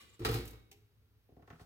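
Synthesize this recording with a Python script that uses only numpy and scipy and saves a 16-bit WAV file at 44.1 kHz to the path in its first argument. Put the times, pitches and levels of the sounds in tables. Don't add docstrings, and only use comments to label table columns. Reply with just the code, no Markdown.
import sys
import numpy as np
from scipy import signal
from scipy.io import wavfile

SR = 44100
rng = np.random.default_rng(int(sys.argv[2]) if len(sys.argv) > 2 else 0)


def wav_out(sig):
    wavfile.write(sys.argv[1], SR, np.round(np.clip(np.atleast_2d(sig).T, -1, 1) * 32767).astype(np.int16))


N = 72765
TIME = np.arange(N) / SR
EDGES_HZ = 31.25 * 2 ** (np.arange(28) / 3)
CENTRES_HZ = np.sqrt(EDGES_HZ[1:] * EDGES_HZ[:-1])


def from_db(db):
    return 10 ** (np.asarray(db) / 20)


def rms_one(x):
    return x / np.sqrt(np.mean(x ** 2) + 1e-20)


def by_band(points):
    hz, value = np.transpose(points)
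    return np.interp(np.log(CENTRES_HZ), np.log(hz), value)


def colour(spectrum):
    gain = from_db(by_band(spectrum)) * np.sqrt(np.diff(EDGES_HZ))
    return gain / np.linalg.norm(gain)


def noise_bands():
    # frequency_hz, correlation
    coherence = [(60, 0.571), (300, 0.69), (700, 0.43), (1500, 0.2904), (14000, 0.43)]
    white, bands = rng.standard_normal((2, 2, N)), []
    for k, alike in enumerate(np.clip(by_band(coherence), 0, 1)):
        bandpass = signal.butter(2, EDGES_HZ[k:k + 2], "band", fs=SR, output="sos")
        mid, side = signal.sosfilt(bandpass, white[k % 2])
        bands.append(rms_one(np.sqrt(1 + alike) * mid + np.sqrt(1 - alike) * side * [[1], [-1]]))
    return np.array(bands)


def response(crack_t60_s, room_db, snap_db, snap_t60_s=0.00406):
    # frequency_hz, t60_s
    room_decay = [(60, 1), (300, 0.77), (1000, 0.45), (3000, 0.535), (8000, 0.4345), (15000, 0.392)]
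    tail = from_db(room_db - 60 * TIME / by_band(room_decay)[:, None])
    direct = np.hypot(from_db(snap_db - 60 * TIME / snap_t60_s), from_db(-60 * TIME / crack_t60_s))
    return noise_bands() * np.hypot(direct, tail)[:, None]


def mix(gains, bands):
    return np.tensordot(gains, bands, 1)


def at(start_s, x):
    return np.pad(x, ((0, 0), (int(start_s * SR), 0)))[:, :N]


def strikes(rows, spectrum, bands):
    octaves = np.log2(CENTRES_HZ / 2500)
    return sum(at(s, mix(colour(spectrum) * from_db(db + tilt * octaves), bands)) for s, db, tilt in rows)


def ring(force, hz, t60_s):
    radius, angle = np.exp(-np.log(1000) / (t60_s * SR)), 2 * np.pi * hz / SR
    return signal.lfilter([0, np.sin(angle)], [1, -2 * radius * np.cos(angle), radius ** 2], force + 1e-18)


def modes(start_s, level_db, table, spread_db=2.5):
    sound = 0
    for k, (hz, db, t60_s) in enumerate(table):
        scatter_db = spread_db * rng.standard_normal(len(start_s))
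        force = np.zeros(N)
        force[(start_s * SR).astype(int)] = from_db(level_db + db + scatter_db)
        sound = sound + (-1) ** k * ring(force, hz, t60_s)
    return sound


def resonate(x, table):
    return x + sum(from_db(db) * signal.lfilter(*signal.iirpeak(hz, hz / width_hz, fs=SR), x)
                   for hz, width_hz, db in table)


def grains(per_s, spread_db):
    hits = rng.random(N) < per_s / SR
    sizes = from_db(spread_db * np.clip(rng.standard_normal(N), -2, 2))
    return hits * sizes * rng.choice([-1, 1], N)


def envelope(curve):
    time_s, db = np.transpose(curve)
    return from_db(np.interp(TIME, time_s, db)) * (TIME >= time_s[0]) * (TIME <= time_s[-1] + .02)


def background():
    # pitch_hz, level_db, width_hz
    partials = [(57.4, -76.5, 3.3), (104.6, -69.5, 7), (237.3, -88, 7.205), (431.94, -88, 8.7),
                (1385, -101, 9.5)]
    # time_s, gain_db
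    swell = [(0, 0.5), (.5, -28), (.7, 1.5), (.85, 2), (.94, -5), (1.02, 4), (1.09, -1.5), (1.16, -1.5),
             (1.24, -10.5), (1.65, 6)]
    # frequency_hz, density_db
    hiss = [(30, -11), (60, -4.5), (105, -6.5), (150, -18), (250, -17.5), (400, -20.5), (600, -28.5),
            (1300, -27.5), (2500, -30), (5000, -33), (8000, -45), (11000, -34.5), (15500, -34)]
    hum = 0
    for hz, db, width_hz in partials:
        tone = ring(rng.standard_normal(2 * N), hz, t60_s=np.log(1000) / (np.pi * width_hz))
        hum = hum + from_db(db) * rms_one(tone[N:])
    return envelope(swell) * hum + from_db(-73.5) * mix(colour(hiss), noise_bands())


def bread():
    # time_s, level_db
    scrape = [(0, -51.5), (.03, -59), (.075, -65), (.1, -65), (.125, -67), (.145, -65.5), (.19, -73),
              (.25, -55.5)]
    # frequency_hz, density_db
    crust = [(35, -9.5), (60, 20.5), (130, 3), (300, 4.5), (450, 8), (650, -6), (1200, -1.5), (1600, -2),
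             (2500, 0.5), (4200, -1), (5600, -11.5), (7300, -7.5), (8300, -7.5), (14000, -15)]
    # centre_s, level_db
    slips = [(0.018, -69), (0.101, -68), (0.145, -66.5)]
    grain = mix(colour(crust), response(crack_t60_s=0.01264, room_db=-13.5, snap_db=0.5))
    scratch = signal.fftconvolve(grains(per_s=2500, spread_db=6.5)[None], grain, axes=1)[:, :N]
    guards_hz, slip_half_s = [1154, 2014.5, 2385, 2883, 3303, 3710], 0.0102
    wires = np.array([sum(ring(grains(per_s=1500, spread_db=2), hz, t60_s=0.0867) for hz in guards_hz)
                      for _ in range(2)])
    slipping = sum(from_db(db) * np.exp(-((TIME - s) / slip_half_s) ** 2) for s, db in slips)
    squeaks = slipping * rms_one(ring(rng.standard_normal((2, N)), hz=7249, t60_s=0.0296))
    return envelope(scrape) * (rms_one(scratch) + from_db(-5.5) * rms_one(wires)) + squeaks


def lever():
    # start_s, boom_db, clack_db, tilt_db_per_octave, panel_hz
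    knocks = [(0.1934, -48.5, -57, 2.5, 352.5), (0.2032, -39.5, -58.5, 0.5, 353.3),
              (0.217, -50, -54, -4, 324), (0.2483, -36.5, -28.5, -1, 260.2),
              (0.2615, -46, -43.5, -1.5, 284), (0.2878, -32.5, -38, 1, 475), (0.3118, -47, -50, 7, 345),
              (0.3413, -34.5, -37.5, 2.5, 434.6), (0.3556, -45, -43, 0.5, 313),
              (0.389, -39.5, -60.5, -6.5, 340), (0.42, -50.5, -78.5, -9.5, 414.4),
              (0.461, -57.5, -63.5, -1, 405), (0.531, -56, -57.5, -0.5, 403.8)]
    # frequency_hz, density_db
    clack = [(40, -18.5), (75, 2.5), (130, -21.5), (190, -2.5), (450, 3.5), (570, -8.5), (800, -3),
             (1400, -0.5), (2800, -4), (4400, -6.5), (6200, -15.5), (10000, -15), (15500, -18)]
    # pitch_hz, gain_db, t60_s
    metal_modes = [(703.4, 2, 0.19), (788.9, 3.5, 0.19), (870.1, 0, 0.21), (1152, -8.5, 0.83),
                   (1218, -4.5, 0.422), (1315, 7.5, 0.121), (1519.4, -16, 0.807), (1912.6, -2.5, 0.384),
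                   (2213, -14, 0.85), (2420, -1, 0.23), (3416, -9.5, .33), (3806, -13.5, 1),
                   (4068, -1, 0.11), (5245, -4, 0.2)]
    # centre_hz, width_hz, gain_db
    carriage = [(784.6, 99, 2), (1281.7, 28, 2.5), (4210, 250, -7.5), (5041, 120, -4), (13760, 860, -8)]
    start_s, boom_db, clack_db, tilt, panel_hz = np.transpose(knocks)
    blows = list(zip(start_s, clack_db, tilt))
    clacks = sum(strikes(blows[k::2], clack, response(crack_t60_s=0.0652, room_db=-8.5, snap_db=-3))
                 for k in range(2))
    metal = np.array([modes(start_s + rng.uniform(0, .001, len(start_s)), clack_db - 14, metal_modes)
                      for _ in range(2)])
    return resonate(clacks + rattle(clack), carriage) + metal + case(start_s, boom_db, panel_hz)


def case(start_s, boom_db, panel_hz, panel_boost_db=9.5, width_octaves=0.218):
    # pitch_hz, gain_db, t60_s
    case_modes = [(85.93, -17, 0.565), (103.4, -8, 0.52), (115.5, 2, 0.326), (150.78, -13, 0.257),
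                  (226.76, -18, .22), (277.57, -15.5, .33), (302.64, -15.5, 0.466), (349.77, -10, 0.221),
                  (382.4, -19, 0.17), (438.1, -10, 0.259), (479.43, -11.5, 0.1814)]
    boom = 0
    for k, (hz, db, t60_s) in enumerate(case_modes):
        coupling = np.exp(-(np.log2(hz / panel_hz) / width_octaves) ** 2)
        boom = boom + (-1) ** k * modes(start_s, boom_db + panel_boost_db * coupling, [(hz, db, t60_s)])
    return boom


def rocking():
    # start_s, level_db
    jolts = [(0.2033, -45.5), (0.2576, -38.5), (0.2941, -41.5)]
    start_s, db = np.transpose(jolts)
    force = np.zeros(N)
    force[(start_s * SR).astype(int)] = from_db(db)
    return ring(force, hz=57.18, t60_s=0.755)


def rattle(spectrum, start_s=.25, end_s=0.41, fall_db_per_s=93):
    fading = from_db(-36.5 - fall_db_per_s * (TIME - start_s)) * (TIME > start_s) * (TIME < end_s)
    clicks = [mix(colour(spectrum), response(crack_t60_s=0.034, room_db=-27, snap_db=-5.5))
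              for _ in range(2)]
    return sum(signal.fftconvolve((fading * grains(per_s=85, spread_db=3))[None], click, axes=1)[:, :N]
               for click in clicks)


def catch():
    # start_s, level_db, tilt_db_per_octave
    contacts = [(0.4538, -64, 10.5), (0.4768, -55, 7), (0.507, -67.5, 10), (0.545, -64.5, -4),
                (0.7139, -52.5, 2.5), (0.7255, -59.5, 2)]
    # frequency_hz, density_db
    tick = [(60, -6), (400, 16.5), (600, -28), (790, 29), (1050, -32), (2000, 4), (2900, 4), (3700, -3),
            (5800, -4), (9000, -12), (15500, -13)]
    # centre_hz, width_hz, gain_db
    spring = [(8670, 170, 1), (12160, 1140, 1.5)]
    # pitch_hz, level_db, t60_s
    catch_modes = [(412, -66.5, 0.746), (761.1, -70.5, 0.185), (788.8, -67, 0.13), (2520, -73, .15),
                   (2842, -64, 0.1)]
    ticks = strikes(contacts, tick, response(crack_t60_s=0.078, room_db=-15, snap_db=-6))
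    ping = modes(start_s=np.array([0.7145]), level_db=0, table=catch_modes)
    return resonate(ticks, spring) + ping


def bump_colour(centre_hz, rise_db_per_octave=3, fall_db_per_octave=17):
    # frequency_hz, density_db
    bump = [(40, -9.5), (150, -6), (190, -7.5), (260, 7), (440, 0), (560, -8), (720, -5.5), (1300, 1),
            (2500, 3), (6000, 1.5), (9000, -27), (15000, -5)]
    octaves = np.log2(CENTRES_HZ / centre_hz)
    slope_db = np.where(octaves > 0, -fall_db_per_octave, rise_db_per_octave) * octaves
    edge = from_db(-28.5) * (centre_hz / 1250) ** 2
    gain = colour(bump) * np.hypot(from_db(slope_db), edge)
    return gain / np.linalg.norm(gain)


def handling():
    # start_s, level_db, centre_hz, thump_db
    contacts = [(1.288, -59.5, 546, -72.5), (1.318, -61.5, 514, -58), (1.3654, -55, 602, -57),
                (1.393, -61, 699, -60), (1.423, -59.5, 1105, -57.5), (1.4755, -53, 1157, -71.5),
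                (1.502, -47, 1283, -53), (1.527, -58, 1665, -50.5), (1.551, -66.5, 1585, -57.5),
                (1.595, -53.5, 1157, -68.5), (1.609, -56.5, 987, -52.5)]
    # centre_hz, width_hz, gain_db
    hollow = [(459, 133, -1.5), (703, 74, 6.5), (770, 67, -13)]
    # pitch_hz, gain_db, t60_s
    thump_modes = [(62.3, -5.5, 0.45), (106.7, -1.5, 0.12), (160.8, -3, 0.152), (242.5, -10.5, 0.156),
                   (419.5, -15, 0.149)]
    bands = response(crack_t60_s=.065, room_db=-14, snap_db=-2)
    bumps = sum(at(s, mix(from_db(db) * bump_colour(hz), bands)) for s, db, hz, _ in contacts)
    start_s, _, _, thump_db = np.transpose(contacts)
    return resonate(bumps, hollow) + modes(start_s, thump_db, thump_modes)


def fingers():
    # time_s, level_db
    rub = [(1.47, -80), (1.585, -77.5), (1.612, -65.5), (1.65, -76)]
    # frequency_hz, density_db
    skin = [(200, -29), (2000, -6), (4000, 1.5), (7500, -6.5), (10000, -4.5), (15000, -11.5)]
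    return envelope(rub) * mix(colour(skin), noise_bands())


def scene(left_lag_s=0.0001575):
    both = lever() + rocking() + catch() + bread() + handling() + fingers() + background()
    return np.array([at(left_lag_s, both)[0], both[1]])


def record(dry):
    highpass = signal.butter(2, 35, "high", fs=SR, output="sos")
    lowpass = signal.ellip(10, .3, 70, 16100, fs=SR, output="sos")
    return signal.sosfilt(lowpass, signal.sosfilt(highpass, dry))


dry = scene()
out = record(dry)
wav_out(out)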